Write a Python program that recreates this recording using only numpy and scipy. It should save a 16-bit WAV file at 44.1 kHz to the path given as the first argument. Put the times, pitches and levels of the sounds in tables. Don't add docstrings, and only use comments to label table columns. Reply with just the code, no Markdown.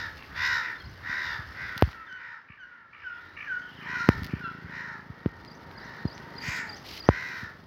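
import sys
import numpy as np
from scipy import signal
from scipy.fft import rfft, irfft, next_fast_len
from scipy.io import wavfile
from scipy.ndimage import uniform_filter1d, map_coordinates

SR = 44100
rng = np.random.default_rng(int(sys.argv[2]) if len(sys.argv) > 2 else 0)


def boost(x):
    u = np.asarray(x, float) / 20
    return 10 ** u


def materialize(psi):
    bounded = np.clip(np.atleast_2d(psi).T, -1, 1)
    quanta = np.round(bounded * 32767).astype(np.int16)
    wavfile.write(sys.argv[1], SR, quanta)


N = 337806
T = np.arange(N) / SR

# (frequency [Hz], density [dB per Hz])
TRAFFIC = [(71, -28), (120, -3), (276, -1), (603, -6.5), (720, -7), (915, -4.5), (1000, -8.5), (1300, -6),
           (2200, -120)]
# (frequency [Hz], density [dB per Hz])
FRICTION = [(1180, -51.5), (2000, -1), (2460, -5), (2980, -2), (3980, -4.5), (4260, -2), (5030, -2.5),
            (6090, -12.5), (7060, -23.5), (8550, -29), (10600, -22.5), (12900, -19), (16000, -22)]


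def level(x, db):
    return x * boost(db) / np.sqrt(np.mean(x ** 2))


def colour(x, points):
    hz, db = np.transpose(points)
    size = next_fast_len(len(x))
    f = np.arange(size // 2 + 1) * SR / size + 1
    gain = boost(np.interp(np.log(f), np.log(hz), db, left=-90, right=-90))
    return irfft(rfft(x, size) * gain, size)[:len(x)]


def walk(rate, size=N):
    k = max(int(SR / rate), 1)
    steps = np.repeat(rng.standard_normal(size // k + 1), k)
    return 1.3 * uniform_filter1d(uniform_filter1d(steps, k), k)[:size]


def add(out, s, x):
    i = int(s * SR)
    x, i = x[max(-i, 0):], max(i, 0)
    out[i:i + len(x)] += x[:len(out) - i]


def fade(size, edge_s):
    i = np.arange(size)
    return np.clip(np.minimum(i, size - i) / (edge_s * SR), 0, 1)


def trees(x, t60, db):
    t = T[:SR]
    tail = rng.standard_normal(SR) * boost(-60 * t / t60) * np.clip(t / .03, 0, 1)
    return x + boost(db) * signal.fftconvolve(x, tail / np.sqrt(np.sum(tail ** 2)))[:N]


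def syrinx(hz, rattle_hz, rough, swing=.066, depth=.35):
    size = len(hz)
    rattle = 2 * np.pi * np.cumsum(rattle_hz * (1 + 0.2 * rough * walk(60.4, size))) / SR
    flutter = 1 + swing * np.sin(rattle) + 0.0389 * rough * walk(300, size)
    phase = 2 * np.pi * np.cumsum(hz * flutter) / SR
    tone = np.zeros(size)
    for k in range(1, 31):
        overtone = np.cos(k * phase + .4 * k * k)
        if k < 9:
            overtone = overtone * boost(1.6 * walk(13, size))
        tone += overtone / np.sqrt(15)
    breath = rng.standard_normal(size) * (1 + 1.9 * np.cos(phase))
    return (1 + depth * np.cos(rattle + .8)) * (tone + .95 * rough * breath)


def crows():
    # (crow, time [s], length [s], level [dB], brightness [dB])
    caws = [("first", -.3, .43, -32, -6), ("near", .338, .32, -29, -7), ("behind", .57, .22, -33.5, -15.5),
            ("mate", 1.025, .41, -31.5, -10.5), ("quick", 1.53, .3, -37, -15), ("low", 2.13, .3, -45, -21),
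            ("far", 2.63, 0.28, -56.5, -21), ("busy", 3.83, .37, -36, -13), ("again", 4.67, .36, -40, -17),
            ("high", 5.75, .32, -48.5, -12), ("sharp", 6.4, .285, -33, -11),
            ("last", 7.07, .47, -34.5, -14)]
    voices = {"near": (510, 75, 0.16, 0.99, 1.5, .14, 0.37, 8.9),
              "mate": (505, 79, 0.36, 0.97, -1, -.03, .65, 15.5),
              "busy": (505, 70, .2, 1.05, 0, .04, .5, 10), "quick": (518, 92, .2, .94, -9, -.04, 0.5, 14.5),
              "low": (492, 70, 0.36, 0.98, -3, 0.15, .55, 10.5),
              "far": (480, 70.5, 0.1, 1.05, -4, .01, -1, 13),
              "sharp": (505, 74, .16, 1.29, 2, .14, 0.29, 18),
              "last": (512, 78, .2, 1.046, 5.8, .03, 0.47, 25),
              "first": (510, 75, 0.21, 0.983, 1.8, .05, .4, 17),
              "behind": (500, 75, .25, .95, 6.7, .01, 0.35, 34),
              "again": (490, 75, .16, 1.03, 1.5, .08, 0.39, 13.4),
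              "high": (480, 70, 0.4, 1, -5.5, .03, 0.6, 8)}
    leans = {"quick": (-9, 8), "sharp": (-1, 9), "busy": (4, 0), "again": (2, -3), "mate": (-2, 0)}
    # (frequency [Hz], density [dB per Hz])
    throat_shape = [(410, -58), (700, -29.5), (798, -29.5), (904, -9.5), (1050, -6.5), (1250, -4.5),
                    (1490, -1), (1660, 5.5), (1940, 4.5), (2270, -6), (3100, -26), (4030, -55),
                    (6820, -120)]
    # (frequency [Hz], density [dB per Hz])
    beak_shape = [(1760, -35), (3000, -6.5), (3260, -18), (3780, 1.5), (4080, -3.5), (4500, -11),
                  (5200, -3.5), (5750, -10), (6500, -19.5), (7720, -31.5), (8340, -43), (9940, -49),
                  (11000, -36.5), (14300, -30), (16000, -40.5)]
    # (time [s], length [s], pitch [Hz], level [dB])
    croaks = [
        (0.163, 0.1, 567, -50),
        (2.476, 0.097, 596, -53),
        (2.921, 0.13, 600, -52),
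        (3.05, 0.16, 642, -61),
        (3.356, .13, 596, -43.5),
        (3.802, 0.12, 599, -49),
        (4.281, 0.13, 596, -50),
    ]
    # (frequency [Hz], density [dB per Hz])
    croak_shape = [(410, -45.5), (700, -27.5), (1070, -11.5), (1170, -2), (1490, -9), (1620, -12.5),
                   (1760, 0), (2740, 0), (3310, -24.5), (4170, -41), (5000, -39.5), (6500, -70),
                   (11000, -120)]
    attack_s, release_s = 0.087, 0.086
    pitch_rise, pitch_fall = .13, .15
    throat_sinks_db = 4
    beak_shuts_s, beak_opens_db = 0.064, 12
    out = np.zeros(N)

    def throat_at(voice, crow, tilt_db):
        chest_db, nasal_db = leans.get(crow, (0, 0))
        shape = []
        for hz, g in throat_shape:
            lean_db = chest_db * (hz < 1200) + nasal_db * (hz > 2250)
            shape.append((hz, g + lean_db + tilt_db * max(np.log2(hz / 1600), -.25)))
        return level(colour(voice, shape), 0)

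    for crow, s, length, db, bright_db in caws:
        top_hz, rattle_hz, rough, stretch, tilt_db, rise, open_at, sag_db = voices[crow]
        t = T[:int(length * SR)]
        u = t / length
        edges = np.minimum(np.minimum(t / attack_s, (length - t) / release_s), 1)
        swell = edges * boost(-sag_db * t)
        bend = pitch_rise + (pitch_fall - pitch_rise) * u
        arch = 1 - bend * (1 - np.sin(np.pi * u ** .62) ** .85)
        voice = syrinx(np.full(2 * len(t), 1. * top_hz), rattle_hz, rough)
        rasp = (voice + .6 * rng.standard_normal(len(voice))) * boost(1.5 * walk(45, len(voice)))
        sinking = np.clip(np.arange(len(voice)) / len(t), 0, 1)
        throat = (1 - sinking) * throat_at(voice, crow, tilt_db + throat_sinks_db)
        throat += sinking * throat_at(voice, crow, tilt_db - throat_sinks_db)
        beak = [(hz * stretch if hz < 9000 else hz, g) for hz, g in beak_shape]
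        bright = level(colour(rasp, sorted(beak)), 0)
        place = [np.cumsum(arch)]
        gape = [np.cumsum(np.sqrt(arch) * (1 + rise * (u - .5)))]
        opening = boost(bright_db - beak_opens_db * np.abs(u - open_at))
        opening = opening * np.clip((length - t) / beak_shuts_s, 0, 1)
        call = map_coordinates(throat, place) + opening * map_coordinates(bright, gape)
        add(out, s, call * boost(db + 1.5) * swell)
    for s, length, hz, db in croaks:
        u = np.linspace(0, 1, int(length * SR))
        voice = syrinx(hz * (1 - .03 * u), 60, 0.5, swing=0.04, depth=0.7)
        croak = level(colour(voice, croak_shape), db)
        add(out, s, croak * fade(len(u), 0.02) * boost(2.5 * walk(60, len(u))))
    return out


def yelps():
    # (time [s], length [s], second harmonic at start [Hz], second harmonic held [Hz],
    # level [dB], high overtones [dB])
    calls = [(1.931, 0.15, 1470, 1350, -49, -13), (2.07, 0.12, 1720, 1545, -43.5, 2),
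             (2.574, 0.12, 1890, 1475, -49.5, 1.5), (2.628, .05, 1750, 1500, -52, -20),
             (2.66, .25, 1450, 1460, -56, -20), (3.022, 0.17, 1935, 1480, -40, -13),
             (3.466, 0.14, 1914, 1508, -34, -14), (3.937, .12, 1577, 1447, -31.5, -15),
             (4.405, 0.12, 1645, 1375, -39, 11), (4.44, 0.065, 1674, 1504, -44, -25),
             (2.17, 0.23, 1445, 1430, -54, -21)]
    # (multiple of the pitch, level [dB])
    overtones = [(3, -32), (4, -11), (5, -40), (6, -28), (8, -29)]
    overtone_db, pure_from_db, purer_per_db = -1, -41.5, 1
    rich_below_hz, richer_db_per_hz = 1450, .17
    drop_s, hoarse, flutter_db = .016, .015, 2.3
    out = np.zeros(N)
    for s, length, start_hz, held_hz, db, top_db in calls:
        odd_db = richer_db_per_hz * max(rich_below_hz - held_hz, 0)
        over_db = overtone_db - purer_per_db * max(db - pure_from_db, 0)
        t = T[:int(length * SR)]
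        hz = held_hz * (1 - .35 * t) + (start_hz - held_hz) * np.exp(-t / drop_s)
        phase = np.pi * np.cumsum(hz * (1 + hoarse * walk(250, len(t)))) / SR
        tone = np.sin(2 * phase)
        onset = np.clip(t / .03, 0, 1) ** 2
        for k, g in overtones:
            high_db = ((k > 4) + .3 * (k == 4)) * top_db
            rich_db = ((k == 5) - 1. * (k == 8)) * odd_db
            decay = np.exp(-k * t / .65)
            tone += boost(g + over_db + high_db + rich_db) * decay * np.sin(k * phase) * onset
        swell = np.sin(np.pi * (t / length) ** .8) ** .55
        add(out, s, 1.6 * tone * swell * boost(db + flutter_db * walk(90, len(t))))
    return out


def hands():
    # (time [s], push length [ms], signed
    knocks = [(1.82398, .24, .8), (1.8293, 2.62, -.9), (4.08946, .55, -1.15), (7.0893, .22, -1.3),
              (7.08966, 2.31, -.45), (5.26084, .62, .37), (6.0533, .88, -.25), (4.33642, .84, .23),
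              (7.43159, 1.13, .06), (1.82382, .08, .45), (4.08965, .09, -.6), (4.08932, .13, .55),
              (7.08926, .08, -.3), (7.08985, .15, -.2),
              (1.392, 2., .08), (2.501, 1.2, .018), (4.22, .9, .07), (4.645, 1.5, .05),
                   (5.101, 1.4, .06), (6.484, 1.4, .12), (1.875, 1.5, .08), (1.095, 1.1, .03),
                   (1.765, 1.1, .04), (2.13, .8, .006), (5.2605, .25, .07), (6.0537, .3, -.06)]
    # (corner [Hz], Q)
    low_cut = [(85, 1.48), (57.6, 3), (161, .75)]
    # (time [s], peak [dB], nail brightness [dB])
    finger_ticks = [(0.225, -35, -3), (1.778, -24, 0), (1.7924, -29, -3), (1.8114, -27, 12),
                    (1.818, -41, -6), (1.8408, -29, -6), (1.8773, -37, -3), (1.8895, -29, -6),
                    (1.913, -36, -3), (1.9295, -32.5, -7), (4.1804, -36, -1), (5.2041, -43, -3),
                    (5.2599, -29.5, -8), (5.713, -37, -5)]
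    # (frequency [Hz], density [dB per Hz])
    tick_shape = [(470, -35), (800, 7), (1340, 7), (2130, 5.5), (4290, -3), (4990, -7.5), (5580, -12.5),
                  (8440, -40), (13800, -14.5), (16000, -29)]
    # (time [s], peak [dB], treble [dB])
    nail_snaps = [(1.7786, -23, 8), (1.7803, -23, 8), (1.8238, -17, 10), (4.0894, -12.5, 1.5),
                  (7.0894, -30, -4), (4.2342, -26.5, 3), (4.244, -28, 5), (4.2457, -29, 8),
                  (4.2472, -31, 8), (4.2486, -33, 5), (4.254, -30, 3), (4.2657, -28, 5), (4.272, -32, 3),
                  (5.4495, -34, -6), (6.1797, -29, -14), (6.0535, -39, -8), (2.1273, -37.5, -8),
                  (3.482, -44, -10)]
    crackle_ms = 0.57
    push, ticks, t = np.zeros(N), np.zeros(N), T[:1000]
    for s, ms, size in knocks:
        add(push, s - t[500], size * np.exp(-.5 * ((t - t[500]) * 1000 / ms) ** 2))
    for hz, q in low_cut:
        w = 2 * np.pi * hz
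        push = signal.lfilter(*signal.bilinear([1, 0, 0], [1, w / q, w * w], SR), push)
    for s, db, nail_db in finger_ticks:
        snap = rng.standard_normal(1000) * np.exp(-t * 1000 / crackle_ms) + 3 * (t == 0)
        shape = [(hz, g + nail_db * (hz > 8000)) for hz, g in tick_shape]
        crackle = colour(np.roll(snap, 200), shape)
        add(ticks, s + .0006 - t[200], boost(db) * crackle / np.abs(crackle).max())
    for s, db, nail_db in nail_snaps:
        shape = [(hz, g + nail_db * (hz > 9000)) for hz, g in FRICTION]
        snap = colour(1. * (t == t[500]), shape)
        add(ticks, s - t[500], boost(db) * snap / np.abs(snap).max())
    return push + ticks


def chirp(length, from_hz, to_hz):
    size = int(length * SR)
    phase = 2 * np.pi * np.cumsum(np.linspace(from_hz, to_hz, size)) / SR
    return np.sin(phase) * np.hanning(size)


def small_birds():
    # (delay [s], length [s], from [Hz], to [Hz], level [dB])
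    phrase = [
        (0, 0.017, 4520, 4030, -14.5),
        (0.019, 0.0158, 5010, 4620, -3),
        (0.043, 0.0099, 4160, 4850, -10.5),
        (0.053, 0.016, 4900, 4550, -6),
        (0.073, .007, 5290, 4750, -7.5),
        (.081, .012, 5480, 5620, -15),
        (0.09, 0.0147, 5600, 6630, -15),
        (0.107, .012, 5550, 5700, -21),
    ]
    # (time [s], level [dB])
    phrases = [
        (5.454, -47),
        (5.753, -46.5),
        (6.053, -43),
        (6.357, -39),
        (6.669, -37.5),
        (6.978, -37),
    ]
    # (time [s], length [s], level [dB])
    trills = [
        (.7, 0.19, -59),
        (1.47, 0.2, -57),
        (2.25, .17, -72),
        (3.0, 0.2, -67),
        (3.682, 0.28, -68),
        (4.379, 0.19, -64),
        (5.05, 0.22, -75),
    ]
    # (time [s], length [s], from [Hz], to [Hz],
    # level [dB])
    chips = [(.735, .05, 3620, 3540, -54), (0.78, .018, 4350, 3900, -52), (.795, .022, 4500, 4100, -47),
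             (.795, .04, 3320, 3150, -50.5), (.835, .018, 3930, 4550, -52), (0.847, .03, 4950, 4750, -52),
             (0.888, .02, 5740, 6300, -60), (2.068, .014, 2200, 1620, -48), (2.632, .008, 1700, 1500, -44),
             (2.06, .025, 3650, 3450, -55), (5.411, 0.024, 3660, 3560, -62.5)]
    out = np.zeros(N)
    for s, db in phrases:
        for delay, length, from_hz, to_hz, note_db in phrase:
            pitch = 1 + .006 * rng.standard_normal()
            gain = boost(db + note_db + 4.5 + 2.0 * rng.standard_normal())
            add(out, s + delay, gain * chirp(1.28 * length, from_hz * pitch, to_hz * pitch))
    for s, length, db in trills:
        for u in np.linspace(0, 1, 11):
            delay = length * (.7 * u + 0.25 * u * u)
            add(out, s + delay, boost(db - 1.0 + 4.2 * u) * chirp(0.01, 5650, 4750))
    for s, length, from_hz, to_hz, db in chips:
        add(out, s, boost(db) * chirp(length, from_hz, to_hz))
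    return out


def screeches():
    # (time [s], length [s], from [Hz], to [Hz], level [dB])
    calls = [
        (3.6, .45, 3050, 3000, -55),
        (3.1, .3, 3300, 4100, -66),
        (3.35, .3, 5700, 6200, -73),
        (5.75, .4, 4200, 4300, -63),
    ]
    out = np.zeros(N)
    for s, length, from_hz, to_hz, db in calls:
        size = int(length * SR)
        hz = np.linspace(from_hz, to_hz, size) * (1 + .05 * walk(700, size))
        whistle = np.sin(2 * np.pi * np.cumsum(hz) / SR)
        add(out, s, boost(db + 1.8 * walk(70, size)) * whistle * fade(size, min(0.028, length / 2)))
    return out


def motorbike():
    # (time [s], firing rate [Hz], level [dB])
    engine = [
        (3.2, 27.97, -74),
        (3.9, 27.71, -48),
        (4.4, 27.55, -46),
        (4.9, 27.11, -51.5),
        (5.3, 26.67, -56),
        (6.0, 26.3, -53.5),
        (6.55, 25.4, -51.5),
        (6.93, 23.61, -59.5),
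        (7.66, 23.87, -54.5),
    ]
    # (frequency [Hz], gain [dB])
    exhaust = [(40, -24.5), (90, -9), (160, 4.5), (220, -3.5), (280, -2.5), (330, -17), (390, -5.5),
               (520, -31.5), (900, -27)]
    whine_top_hz, brakes_s, slows_hz_per_s = 930, 6.55, 560
    whine_top_db, nears_db_per_s, stops_s, dies_db_per_s = -52, 6, 6.75, 60
    tyres_db, pass_s, pass_width_s = -50, 6.23, 1.1
    s, *columns = np.transpose(engine)
    rate, db = (np.interp(T, s, c) for c in columns)
    turns = np.floor(np.cumsum(rate * (1 + .004 * walk(10))) / SR)
    firings = np.diff(turns, prepend=0) * boost(1.5 * rng.standard_normal(N))
    whine_hz = whine_top_hz - slows_hz_per_s * np.clip(T - brakes_s, 0, .6)
    whine_db = whine_top_db - nears_db_per_s * np.abs(T - brakes_s)
    whine_db = whine_db - dies_db_per_s * np.maximum(T - stops_s, 0)
    whine_phase = 2 * np.pi * np.cumsum(whine_hz * (1 + .016 * walk(120))) / SR
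    whine = np.sin(whine_phase) * boost(2.7 * walk(40))
    tyres = level(colour(rng.standard_normal(N), TRAFFIC), tyres_db)
    tyres = tyres / (1 + ((T - pass_s) / pass_width_s) ** 2)
    return level(colour(firings, exhaust), 0) * boost(db) + whine * boost(whine_db) + tyres


def flock(near, count=34):
    # (time [s], level [dB])
    flock_swell = [(0, -55), (1.0, -55), (1.8, -46.5), (2.6, -62), (3.3, -51), (4.3, -49.5), (5.1, -52.5),
                   (5.75, -55.5), (6.2, -50), (7.3, -53.5), (7.66, -63)]
    # (frequency [Hz], density [dB per Hz])
    far_shape = [(350, -28.5), (600, -10), (715, -13.5), (887, -7), (1320, 3), (1450, 3.5), (1860, 5.5),
                 (2560, -14), (2800, -12.5), (3590, -17), (4940, -22), (6120, -31.5), (7000, -42),
                 (9100, -71), (15400, -120)]
    follow_db, follow_s = -12.5, 0.17
    out = 0.37 * rng.standard_normal(N)
    for s, length, pitch, size in rng.random((count, 4)):
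        u = np.linspace(0, 1, int((.25 + 0.198 * length) * SR))
        hz = (440 + 70 * pitch) * (1 + .07 * np.sin(np.pi * u))
        caw = syrinx(hz, 65 + 25 * size, 0.398) * np.sin(np.pi * u)
        add(out, s * N / SR, caw * boost(-8 * size))
    out = colour(trees(out, 0.53, 2.3), far_shape)
    even = out / uniform_filter1d(out ** 2, SR // 4) ** .45
    near_power = uniform_filter1d(near ** 2, int(follow_s * SR))
    follow = boost(follow_db) * np.sqrt(np.abs(near_power))
    return level(even, 0) * (boost(np.interp(T, *np.transpose(flock_swell))) + follow)


def air():
    # (time [s], strength [dB])
    breeze_points = [(0, 2.5), (.3, 0.5), (.53, -0.5), (.79, -2), (1.1, -0.5), (1.8, 0.5), (1.95, -5),
                     (2.3, -21.5), (2.9, -21.5), (3.25, -7.5), (3.5, -8.5), (4.2, 3.5), (4.5, -7),
                     (5.2, -8.5), (5.5, -4.5), (7.1, 1.5), (7.66, -7)]
    # (frequency [Hz], density [dB per Hz])
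    wind_shape = [(15, -45.5), (25, -21), (45, -0.5), (92, 8.5), (178, -6), (279, -16), (317, -30),
                  (356, -14), (400, -18.5), (520, -47.5), (880, -120)]
    # (time [s], length [s], level [dB])
    gusts = [
        (.05, 0.22, -55),
        (0.252, 0.23, -52),
        (0.754, 0.27, -54),
        (0.947, 0.19, -52),
        (1.41, 0.29, -48.5),
        (2.95, 0.21, -64),
        (4.087, 0.22, -37),
    ]
    # (time [s], length [s], level [dB])
    swishes = [
        (6.84, 0.17, -47),
        (6.4, 0.22, -50),
        (7.2, 0.28, -59),
        (1.76, 0.19, -61),
        (4.243, 0.007, -45),
    ]
    wind_db, hum_db, rub_db = -54.5, -54, -58
    wind_slope, hum_slope, rub_slope = 0.81, 0.77, 1.06
    breeze = np.interp(T, *np.transpose(breeze_points))
    blow = boost(wind_db + wind_slope * breeze)
    rub = boost(rub_db + rub_slope * breeze)
    for s, length, db in gusts:
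        add(blow, s, boost(db) * np.hanning(int(length * SR)))
    for s, length, db in swishes:
        add(rub, s, boost(db) * fade(int(length * SR), length / 6))
    wind = level(colour(rng.standard_normal(N) * boost(3.6 * walk(15)), wind_shape), 0)
    hum = level(colour(rng.standard_normal(N), TRAFFIC), 0)
    rustle = level(colour(rng.standard_normal(N) * boost(2.2 * walk(300)), FRICTION), 0)
    return wind * blow + hum * boost(hum_db + hum_slope * breeze) + rustle * rub


def scene():
    near = crows()
    birds = trees(near, 0.46, -7.5) + trees(yelps(), 0.48, -7.5)
    birds += trees(small_birds() + screeches(), .3, -9.5)
    return (birds + hands() + motorbike() + flock(near) + air())[None]


def band_limit(x):
    return signal.sosfilt(signal.butter(12, 16850, fs=SR, output="sos"), x)


def record(dry):
    top_cut = signal.butter(10, 16300, fs=SR, output="sos")
    mix = signal.sosfilt(top_cut, np.clip(dry, -.97, .97))
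    return band_limit(mix)


dry = scene()
out = record(dry)
materialize(out)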